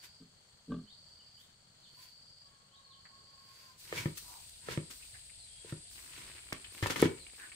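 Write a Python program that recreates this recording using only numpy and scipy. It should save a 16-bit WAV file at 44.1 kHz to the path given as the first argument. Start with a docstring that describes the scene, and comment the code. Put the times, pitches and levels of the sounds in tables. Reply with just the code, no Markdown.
"""In a slatted pen a pig grunts softly twice, its throat pulses ringing chest and snout, while cicadas
drone with clicking tymbals. A bird whistles now and then, and a far rooster holds one crow.
Then, in a yard with shriller cicadas, a bowl digs dry meal from a sack and pours it into a plastic
bucket: impacts ring the bowl, friction rasps, and falling grains hiss and patter.
At the end the sack crumples in small snaps and the bowl is put down with a thud."""
import sys
import numpy as np
from scipy import signal
from scipy.fft import rfft, irfft, next_fast_len
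from scipy.io import wavfile
from scipy.ndimage import uniform_filter1d

SR = 44100
rng = np.random.default_rng(int(sys.argv[2]) if len(sys.argv) > 2 else 0)


def master_out(mix):
    """Clip the mix to full scale and print it as 16-bit PCM to the path in sys.argv[1]."""
    frames = np.transpose(np.atleast_2d(mix))
    ceiling = np.clip(frames, -1, 1)
    pcm = np.round(ceiling * 32767).astype(np.int16)
    wavfile.write(sys.argv[1], SR, pcm)


N = 332955
TIME = np.arange(N) / SR

# grunts (time [s], length [s], effort [dB], first pulse rate [Hz], mouth opening [dB])
PIG_GRUNTS = [(0.188, 0.104, -56, 89, 0), (0.665, 0.19, -37.5, 75.9, 4.5)]
# resonances of the pig's chest and snout (frequency [Hz], bandwidth [Hz], gain [dB])
CHEST_FORMANTS = [(58, 30, -11), (184, 50, 4), (254, 44, 7), (443, 67, -8)]
SNOUT_FORMANTS = [(590, 200, -26), (1180, 160, -21.5), (1562, 63, -22.5), (3200, 900, -36)]
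# the bowl knocks into the meal, thumps out of it, and clatters as it is put down
# (time [s], push level [dB], push frequency [Hz], clack level [dB], clack centre [Hz], chatter decay [s])
BOWL_BUMPS = [(3.9261, -28, 470, -39.5, 1470, 0.0014), (4.057, -23, 145.5, -41, 1490, 0.0057),
              (4.686, -29.5, 448, -41, 1380, 0.0041), (4.775, -25, 144, -41, 1310, .0027),
              (5.647, -41.5, 410, -79, 1000, 0.002), (5.724, -31.5, 141, -50.5, 1310, 0.0036),
              (6.5249, -36, 384, -38.5, 1650, 0.0022), (6.826, -26.5, 97, -36, 1925, 0.024),
              (6.8599, -36, 380, -32, 1240, 0.0045), (6.9, -36, 280, -35, 1134, 0.014),
              (6.96, -38, 380, -35, 1794, 0.0061), (7.0257, -6.5, 350, -28, 1550, 0.006),
              (7.056, -21.5, 281, -38.5, 2300, 0.0035)]
# modes of the whole bowl (frequency [Hz], gain [dB], T60 after a 400 Hz push [s])
BOWL_MODES = [(131.2, -14.5, 0.35), (162.2, -4.5, 0.26), (221, -15, 0.07), (304, -7.5, 0.27),
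              (339.8, 10.5, 0.079), (394, 0, 0.16), (474, 0, 0.097), (531.3, -1, 0.14), (943, -12.5, 0.11),
              (2270, -12.5, 0.4)]
# short, hollow modes of its wall (frequency [Hz], bandwidth [Hz], gain [dB])
WALL_MODES = [(560, 81, 9.5), (1000, 80, 0), (1298, 150, 6), (1805, 110, 3.5), (2110, 210, 10),
              (3070, 290, 11)]
# rubs of bowl, meal and litter (peak time [s], level [dB], swell time [s], tilt [dB/octave])
RUB_STROKES = [(0.046, -50.5, 0.02, 3), (1.42, -64.5, 0.039, 5), (2.031, -58, 0.058, 4.5),
               (3.6, -60, 0.14, 3), (3.984, -37.5, 0.039, 0.5), (4.722, -40, 0.033, -0.15),
               (5.7, -51.5, 0.035, 0.5), (6.195, -52.5, 0.097, 1.5), (7.048, -29.5, 0.017, -2.3)]
# pours of meal (time [s], length [s], decay [s], spray level [dB], patter level [dB])
MEAL_POURS = [(3.764, 0.28, 0.087, -57.5, -60), (4.15, 0.12, 0.21, -54, -64),
              (4.894, 0.073, 0.16, -57, -64.5), (5.892, 0.15, 0.036, -57, -57),
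              (6.047, 0.032, 1, -64.5, -55.5), (6.716, 0.23, 0.11, -58.5, -54.5),
              (7.342, 0.076, 0.058, -64, -55)]
# crumples of the sack and ticks of the bowl (time [s], level [dB], length [s], tilt [dB/octave])
SACK_CRUMPLES = [(4.171, -42, 0.013, 3), (4.493, -47.5, 0.0033, 5), (4.898, -50, 0.028, 0),
                 (6.527, -30, 0.003, -2), (6.822, -38.5, 0.025, -2.5), (6.865, -35, 0.012, -2),
                 (6.895, -34.5, 0.025, -1.5), (6.956, -38.5, 0.026, -2), (6.99, -35.5, 0.03, -2),
                 (7.018, -32, 0.0029, 5.5)]
# spectra of rubbing, fine meal, coarse meal and the sack (frequency [Hz], relative density [dB])
RUB_SPECTRUM = [(35, -31), (60, -4.5), (156, 4), (215, -8), (368, -6.5), (756, -20), (999, -1.5),
                (1200, -17), (1420, -5), (2200, -6), (5580, -12.5), (15500, -24.5)]
SPRAY_SPECTRUM = [(2500, -28), (4000, 19), (6500, 15.5), (10000, 11.5), (15500, 14)]
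PATTER_SPECTRUM = [(100, -13), (330, 2), (650, -7.5), (1000, 0), (1700, 1.5), (2400, 5.5), (3600, -0.5),
                   (6000, -14.5), (12000, -35)]
SACK_SPECTRUM = [(35, -16), (171, -8), (385, -4), (673, -18), (1100, -7), (3580, -6), (8470, -11),
                 (15500, -17)]
# scrapes and light taps (time [s], length [s], level [dB], resonance [Hz], bandwidth [Hz])
HOLLOW_SCRAPES = [(3.044, 0.039, -57, 1750, 905), (3.955, 0.052, -39.5, 2275, 190),
                  (4.196, 0.27, -59, 960, 330), (5.017, 0.028, -55, 2470, 450),
                  (5.128, 0.053, -56, 1960, 650), (5.289, 0.022, -57, 2300, 700),
                  (6.641, 0.015, -44, 2850, 1490), (7.264, .009, -48, 2500, 1110),
                  (7.363, 0.14, -51.5, 1690, 490), (7.514, .016, -49.5, 2310, 806)]
# phrases of the cicada by the pen (start [s], end [s], level [dB])
CICADA_PHRASES = [(-.35, 0.222, -62.5), (0.74, 1.412, -61), (1.68, 2.493, -60.5), (2.798, 3.732, -61.5)]
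# swell of the cicadas by the yard (time [s], level of each broad band [dB])
CHORUS_LEVELS = [(3.8, -68), (4.1, -64), (5.2, -61)]
# bird notes (time [s], length [s], start pitch [Hz], end pitch [Hz], relative level [dB])
BIRD_WHISTLES = [(0.859, 0.072, 2850, 4450, -58), (1.183, 0.042, 3210, 2810, -61.5),
                 (1.969, 0.026, 1000, 1040, -60.5), (1.363, 0.071, 2910, 4130, -59.5),
                 (1.815, 0.075, 4570, 2915, -60), (2.703, 0.08, 2890, 4290, -61),
                 (2.84, 0.043, 4380, 4310, -54), (2.893, 0.068, 4390, 2950, -57.5),
                 (5.377, 0.072, 4790, 3860, -55), (5.46, 0.22, 3240, 3310, -64),
                 (7.187, 0.036, 4570, 3906, -53)]
# swells of the crow (crest time [s], half-width [s], relative level [dB])
ROOSTER_SWELLS = [(2.55, 0.088, -66), (2.86, 0.15, -65), (3.16, 0.072, -63), (3.42, 0.11, -62.5),
                  (3.68, 0.053, -62.5)]
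# spectra of the steady air in the two places (frequency [Hz], relative density [dB])
PEN_SPECTRUM = [(25, -9), (58, -2.5), (100, 2.5), (170, -1), (300, -13), (620, -9), (1400, -11.5),
                (2650, -15.5), (3250, -7), (3700, -13.5), (5600, -16.5), (8200, -10), (10800, -31),
                (15500, -29.5)]
YARD_SPECTRUM = [(25, -8.5), (50, 10), (100, 6.5), (320, -16.5), (720, -8.5), (1100, -17), (2300, -8),
                 (2800, -5), (4700, 1.5), (5800, -12), (7200, -6.5), (10000, -6.5), (11500, -22),
                 (15500, -38.5)]
# decay of the reflections (frequency [Hz], T60 [s])
REVERB_TIMES = [(80, 0.25), (350, 0.27), (900, 0.28), (2200, 0.25), (6000, 0.2), (14000, 0.051)]
# likeness of left and right (frequency [Hz], correlation [-1 to 1])
STEREO_COHERENCE = [(120, 0.92), (480, 0.63), (800, -0.04), (2200, 0.067), (3800, -0.34), (7000, 0.074)]

YARD_START_S, BAND_LIMIT_HZ = 3.78, 15700


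def pig():
    """Source and filter: slowing throat pulses ring the chest; breath rasps in the snout as it opens."""
    rise, fade_start, sag = 0.25, 0.37, 0.175  # shares of the grunt's length
    opens, snap, close = 0.2, 0.05, 0.52  # the mouth's motion, in the same shares
    slack_hz, fade_db = 40.37, 22
    out = np.zeros(N)
    for start, length, effort_db, first_hz, mouth_db in PIG_GRUNTS:
        progress = np.arange(0, length, 1 / SR) / length
        spent = np.interp(progress, [fade_start, 1], [0, 1])
        effort = np.minimum(progress / rise, 1) ** 1.7 * gain_of(-fade_db * spent)
        mouth = gain_of(mouth_db) * np.clip((progress - opens) / snap, 0, 1)
        mouth *= np.exp(-((progress - opens - snap) / close) ** 2)
        pulse_hz = slack_hz + (first_hz - slack_hz) * np.exp(-progress / sag)
        cycles = np.cumsum(pulse_hz * (1 + .025 * wander(len(progress), 70))) / SR
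        pulses = np.diff(np.floor(cycles), prepend=0)
        puffs = .08 * np.exp(-(cycles % 1) / .35) * rng.standard_normal(len(progress))
        sink = 1 - 0.24 * spent  # the throat slackens, so its resonances sink
        chest = sum(gain_of(db) * resonate(pulses, hz * sink, width) for hz, width, db in CHEST_FORMANTS)
        snout = sum(gain_of(db) * resonate(puffs, hz, width) for hz, width, db in SNOUT_FORMANTS)
        add(out, start, gain_of(effort_db) * effort * unit_rms(chest + mouth * snout))
    return out + gain_of(-17) * reverb(out)


def bowl_bumps():
    """Impact excitation: a heavily damped push, the low ring of the bowl and a hollow clack."""
    out, t = np.zeros((2, N)), np.arange(SR // 2) / SR
    for start, push_db, push_hz, clack_db, clack_hz, chatter_s in BOWL_BUMPS:
        age = t * push_hz / 0.54  # the envelope peaks after about half a cycle
        push = -np.sin(2 * np.pi * push_hz * t) * age * np.exp(1 - age)
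        ring_db = push_db - 15 - 5 * np.log2(push_hz / 146)  # slow pushes ring the bowl more
        ring = gain_of(ring_db) * bowl_ring(push_hz, t)
        clack = gain_of(clack_db) * wall_clack(clack_hz, chatter_s, t)
        add(out, start, gain_of(push_db) * push + ring + clack)
    return panned(out, right_db=-1.5)


def bowl_ring(push_hz, t):
    """Modal decay: a soft, slow push damps the bowl sooner and barely excites its high modes."""
    ring = np.zeros((2, len(t)))
    for hz, db, t60 in BOWL_MODES:
        decay_db = 60 * t / (t60 * (push_hz / 400) ** 0.33)
        rolloff = np.hypot(1, hz / (7.6 * push_hz))
        offset_s = rng.normal(0, 0.0001, (2, 1))  # high modes reach the two sides less alike
        ring += gain_of(db - decay_db) / rolloff * np.sin(2 * np.pi * hz * (t + offset_s))
    return ring * (1 - np.exp(-t / 0.0013))


def wall_clack(centre_hz, chatter_s, t, spread_octaves=0.62):
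    """Impulse response: a contact and its chatter ring the wall; the contact point weights the modes."""
    drive = gain_of(-3) * grains(len(t), per_s=4000, spread_db=0) * np.exp(-t / chatter_s)
    drive[:, 0] = 1  # first contact
    wall = np.zeros(len(t))
    for hz, width, db in WALL_MODES:
        weight = gain_of(db) / (1 + (np.log2(hz / centre_hz) / spread_octaves) ** 2)
        wall += weight * np.exp(-np.pi * width * t) * np.sin(2 * np.pi * hz * rng.normal(1, 0.016) * t)
    clack = signal.fftconvolve(drive, wall[None], axes=1)[:, :len(t)]
    return clack / np.sqrt(np.mean(clack[:, :SR // 100] ** 2))  # rms 1 over the first 10 ms


def rubs(lead_s=.3, fall_ratio=0.98):
    """Granular friction: grains grind under a stroke that swells and dies exponentially."""
    out, t = np.zeros((2, N)), np.arange(SR) / SR
    for peak, db, swell_s, tilt_db in RUB_STROKES:
        start = max(peak - lead_s, 0)
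        past_peak = t + start - peak
        stroke = np.exp(np.where(past_peak < 0, past_peak, -past_peak / fall_ratio) / swell_s)
        grinding = colour(grains(SR, per_s=11000, spread_db=-3), RUB_SPECTRUM, tilt_db)
        add(out, start, gain_of(db) * stroke * grinding)
    return out


def pouring_meal():
    """Shot noise: fine meal hisses off the lip, patter builds on the heap, then both trickle out."""
    fine, coarse = np.zeros((2, N))
    for start, length, decay_s, spray_db, patter_db in MEAL_POURS:
        flow = np.exp(-np.maximum(TIME - start - length, 0) / decay_s)
        fine += gain_of(spray_db) * flow * np.clip((TIME - start) / .025, 0, 1)
        coarse += gain_of(patter_db) * flow * np.clip((TIME - start) / 0.11, 0, 1)
    spray = colour(grains(N, per_s=37000, spread_db=0.5), SPRAY_SPECTRUM)
    patter = patchy(colour(grains(N, per_s=1100, spread_db=3.2), PATTER_SPECTRUM), depth_db=3.5)
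    return (spray * fine + patter * coarse) * gain_of(wander(N, 35))  # the meal slides in lumps


def sack_crumples():
    """Buckling: each fold gives way in a short clump of snaps."""
    out, t = np.zeros((2, N)), np.arange(SR // 4) / SR
    for start, db, length, tilt_db in SACK_CRUMPLES:
        rise = np.minimum(t / (0.25 * length), 1)
        decay = np.exp(-np.maximum(t - 0.59 * length, 0) / (0.76 * length))
        snaps = colour(grains(len(t), per_s=3500, spread_db=1), SACK_SPECTRUM, tilt_db)
        add(out, start, gain_of(db) * snaps * rise * decay)
    return panned(out, right_db=-1.5)


def scrapes():
    """Forced resonance: brief friction rings one spot of the bowl or of a pole in the pen."""
    out = np.zeros((2, N))
    for start, length, db, hz, width in HOLLOW_SCRAPES:
        n = int(length * SR)
        ring = unit_rms(resonate(grains(n, per_s=5000, spread_db=2), hz, width))
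        add(out, start, gain_of(db) * np.hanning(n) * ring)
    return out


def pen_cicadas(base_hz=4324., climb_hz=362, throb_hz=21.64, stop_s=0.061):
    """Modulation: over a drone, each throbbing phrase gains level and pitch with effort, then stops."""
    hz, level = np.full(N, base_hz), np.zeros(N)
    for start, end, db in CICADA_PHRASES:
        effort = np.clip((TIME - start) / (end - start), 0, 1)
        hz = np.where(TIME > start, base_hz + climb_hz * np.sin(np.pi / 2 * effort), hz)
        level += gain_of(db) * np.minimum(effort / 0.3, 1) * np.clip((end - TIME) / stop_s + .5, 0, 1)
    throb_cycles = np.cumsum(throb_hz * (1 + 0.043 * wander(N, 3.5))) / SR
    throb = 1 + 0.22 * np.sin(2 * np.pi * throb_cycles)
    phrases = level * throb * tymbals(0, hz, width_hz=370)
    return phrases + tymbals(level_db=-68, hz=4460, width_hz=580)


def yard_cicadas():
    """Superposition: many insects merge into shrill bands; a nearer one stands out as a thin line."""
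    db = np.interp(TIME, *np.transpose(CHORUS_LEVELS))
    chorus = tymbals(db, 7830, width_hz=1100) + tymbals(db, 8970, width_hz=740)
    chorus += tymbals(db, 8350, width_hz=480)
    return chorus + tymbals(db - 5.5, 8344, width_hz=60)


def tymbals(level_db, hz, width_hz):
    """Impulse-driven resonance: dense clicks ring a cicada's body at a fluttering level."""
    song = resonate(grains(N, per_s=5000, spread_db=1), hz, width_hz)
    return gain_of(level_db) * unit_rms(song * gain_of(0.47 * wander(N, 35)))


def bird():
    """Frequency modulation: thin whistles glide and quaver, blurred by scattering from the trees."""
    out = np.zeros(N)
    for start, length, start_hz, end_hz, db in BIRD_WHISTLES:
        n = int(length * SR)
        low, high = sorted([start_hz, end_hz])
        height = np.linspace(start_hz > end_hz, start_hz <= end_hz, n) ** 1.35  # lingers at the low end
        quaver = .006 + .05 * np.log(high / low)  # held notes are steadier than glides
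        hz = low * (high / low) ** height * (1 + quaver * wander(n, 330))
        tone = np.sin(2 * np.pi * np.cumsum(hz) / SR)
        add(out, start, gain_of(db) * tone * signal.windows.tukey(n, .5))
    out *= gain_of(2 * wander(N, 120))
    return .5 * out + .45 * reverb(out) + .25 * reverb(reverb(out))


def rooster(start_s=2, end_s=3.76, fade_s=0.29):
    """Harmonic series: a far crow's second and third partials swell over a faint fundamental."""
    since, remaining = np.maximum(TIME - start_s, 0), np.maximum(end_s - TIME, 0)
    settle_hz, droop_hz = 190 * np.exp(-since / 0.25), 91.6 * np.exp(-remaining / 0.095)
    second_hz = 1092 + settle_hz - droop_hz
    cycles = np.cumsum(second_hz / 2 * (1 + 0.0109 * wander(N, 93))) / SR
    fundamental, second, third = np.sin(2 * np.pi * np.outer([1, 2, 3], cycles))
    swells = sum(gain_of(db) * np.exp(-((TIME - crest) / width) ** 2)
                 for crest, width, db in ROOSTER_SWELLS)
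    held = np.minimum(np.minimum(since, remaining) / fade_s, 1) * gain_of(3 * wander(N, 12))
    overtones = swells * (second + gain_of(-9) * third) * gain_of(3.5 * wander(N, 20) - 1.5)
    voice = overtones + held * gain_of(-84) * fundamental
    return np.array([voice, np.roll(voice, 10)]) + .4 * reverb(voice)  # reaches the right side later


def air(spectrum, level_db):
    """Diffuse field: distant foliage and insects blend into a gently swelling wash."""
    swell_db = .7 * wander(N, 5)
    wash = patchy(colour(rng.standard_normal((2, N)), spectrum), depth_db=1.5)
    return gain_of(level_db + swell_db) * wash


def reverb(x):
    """Reverberation: scattered reflections arrive after 4 ms, each band dying at its own rate."""
    reflections = colour(rng.standard_normal((2, SR // 2)), [(20, 0), (20000, 0)])
    hz, t, bands = signal.stft(reflections, SR, nperseg=256)
    decay = gain_of(-60 * t / value_at(REVERB_TIMES, hz)[:, None]) * (t > .004)
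    tail = signal.istft(bands * decay, SR, nperseg=256)[1]
    return signal.fftconvolve(x * np.ones((2, 1)), tail / np.linalg.norm(tail[0]), axes=1)[:, :N]


def grains(n, per_s, spread_db):
    """Poisson process: tiny impacts at shared times, with a random size on each side."""
    size = gain_of(spread_db * np.minimum(rng.exponential(1, n), 4)) * (rng.random(n) < per_s / SR)
    return size * rng.standard_normal((2, n))


def resonate(x, hz, width_hz):
    """Resonance: a steep band-pass of gain 1 whose centre may follow a curve."""
    carrier = np.exp(2j * np.pi * np.cumsum(hz * np.ones(x.shape[-1])) / SR)
    pole = np.exp(-np.pi * width_hz / SR)
    baseband = signal.lfilter([(1 - pole) ** 2], [1, -2 * pole, pole * pole], x / carrier + 1e-18)
    return 2 * (carrier * baseband).real


def colour(pair, spectrum, tilt_db=0):
    """Spectral shaping: two independent noises become a stereo pair of rms 1, coherent in the bass."""
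    n = pair.shape[-1]
    size = next_fast_len(n)
    hz = np.fft.rfftfreq(size, 1 / SR)
    left, independent = rfft(pair, size)
    coherence = value_at(STEREO_COHERENCE, hz)
    right = coherence * left + np.sqrt(1 - coherence ** 2) * independent
    shape = gain_of(value_at(spectrum, hz) + tilt_db * np.log2(np.maximum(hz, 200)))
    return unit_rms(irfft(np.array([left, right]) * shape * (hz < BAND_LIMIT_HZ), size)[:, :n])


def patchy(x, depth_db):
    """Spectral fluctuation: the level shifts in small patches of time and frequency."""
    bands = signal.stft(x)[2]
    patches = uniform_filter1d(rng.standard_normal(bands.shape[1:]), size=12, axis=0)
    patches = unit_rms(uniform_filter1d(patches, size=3, axis=1))
    return unit_rms(signal.istft(bands * gain_of(depth_db * patches))[1][:, :N])


def wander(n, rate_hz):
    """Low-pass noise: a random drift with rms near 1."""
    lowpass = np.exp(-(np.fft.rfftfreq(N, 1 / SR) / rate_hz) ** 2)
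    return unit_rms(irfft(rfft(rng.standard_normal(N)) * lowpass, N))[:n]


def panned(x, right_db):
    """Level panning: the right side lies right_db above the left."""
    return x * gain_of(np.array([[-right_db], [right_db]]) / 2)


def add(mix, start_s, sound):
    """Superposition: a sound joins the mix at its start time."""
    part = mix[..., max(round(start_s * SR), 0):][..., :sound.shape[-1]]
    part += sound[..., :part.shape[-1]]


def value_at(table, hz):
    """Interpolation along log frequency."""
    table_hz, values = np.transpose(table)
    return np.interp(np.log(hz + 1), np.log(table_hz + 1), values)


def gain_of(db):
    """Conversion of decibels to amplitude."""
    return 10 ** (np.asarray(db) / 20)


def unit_rms(x):
    """Normalisation to rms 1."""
    return x / np.sqrt(np.mean(x ** 2) + 1e-20)


def scene():
    """Superposition of all sources, with a quick crossfade from the pen to the yard."""
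    chorus = yard_cicadas()
    pen = panned(air(PEN_SPECTRUM, level_db=-66), right_db=-2.5) + pen_cicadas()
    yard = air(YARD_SPECTRUM, level_db=-57.5) + chorus + pouring_meal()
    in_yard = np.clip((TIME - YARD_START_S) / 0.032 + .5, 0, 1)
    place = (1 - in_yard) * pen + in_yard * yard
    left, right = rubs() + sack_crumples() + scrapes() + bowl_bumps()
    handling = np.array([left, np.roll(right, round(0.00014 * SR))])  # the bowl is to the left
    return place + bird() + rooster() + pig() + handling + gain_of(-11.5) * reverb(handling)


def record(dry):
    """Linear filtering: a treble shelf brightens the left and dulls the right; a low-pass follows."""
    highpass = signal.firwin(31, 6600, pass_zero=False, fs=SR)
    lowpass = signal.firwin(511, BAND_LIMIT_HZ, window=("kaiser", 9), fs=SR)
    treble = signal.oaconvolve(dry, highpass[None], "same")
    shelved = dry + np.array([[.26], [-.26]]) * treble
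    return signal.oaconvolve(shelved, lowpass[None], "same")


dry = scene()
out = record(dry)
master_out(out)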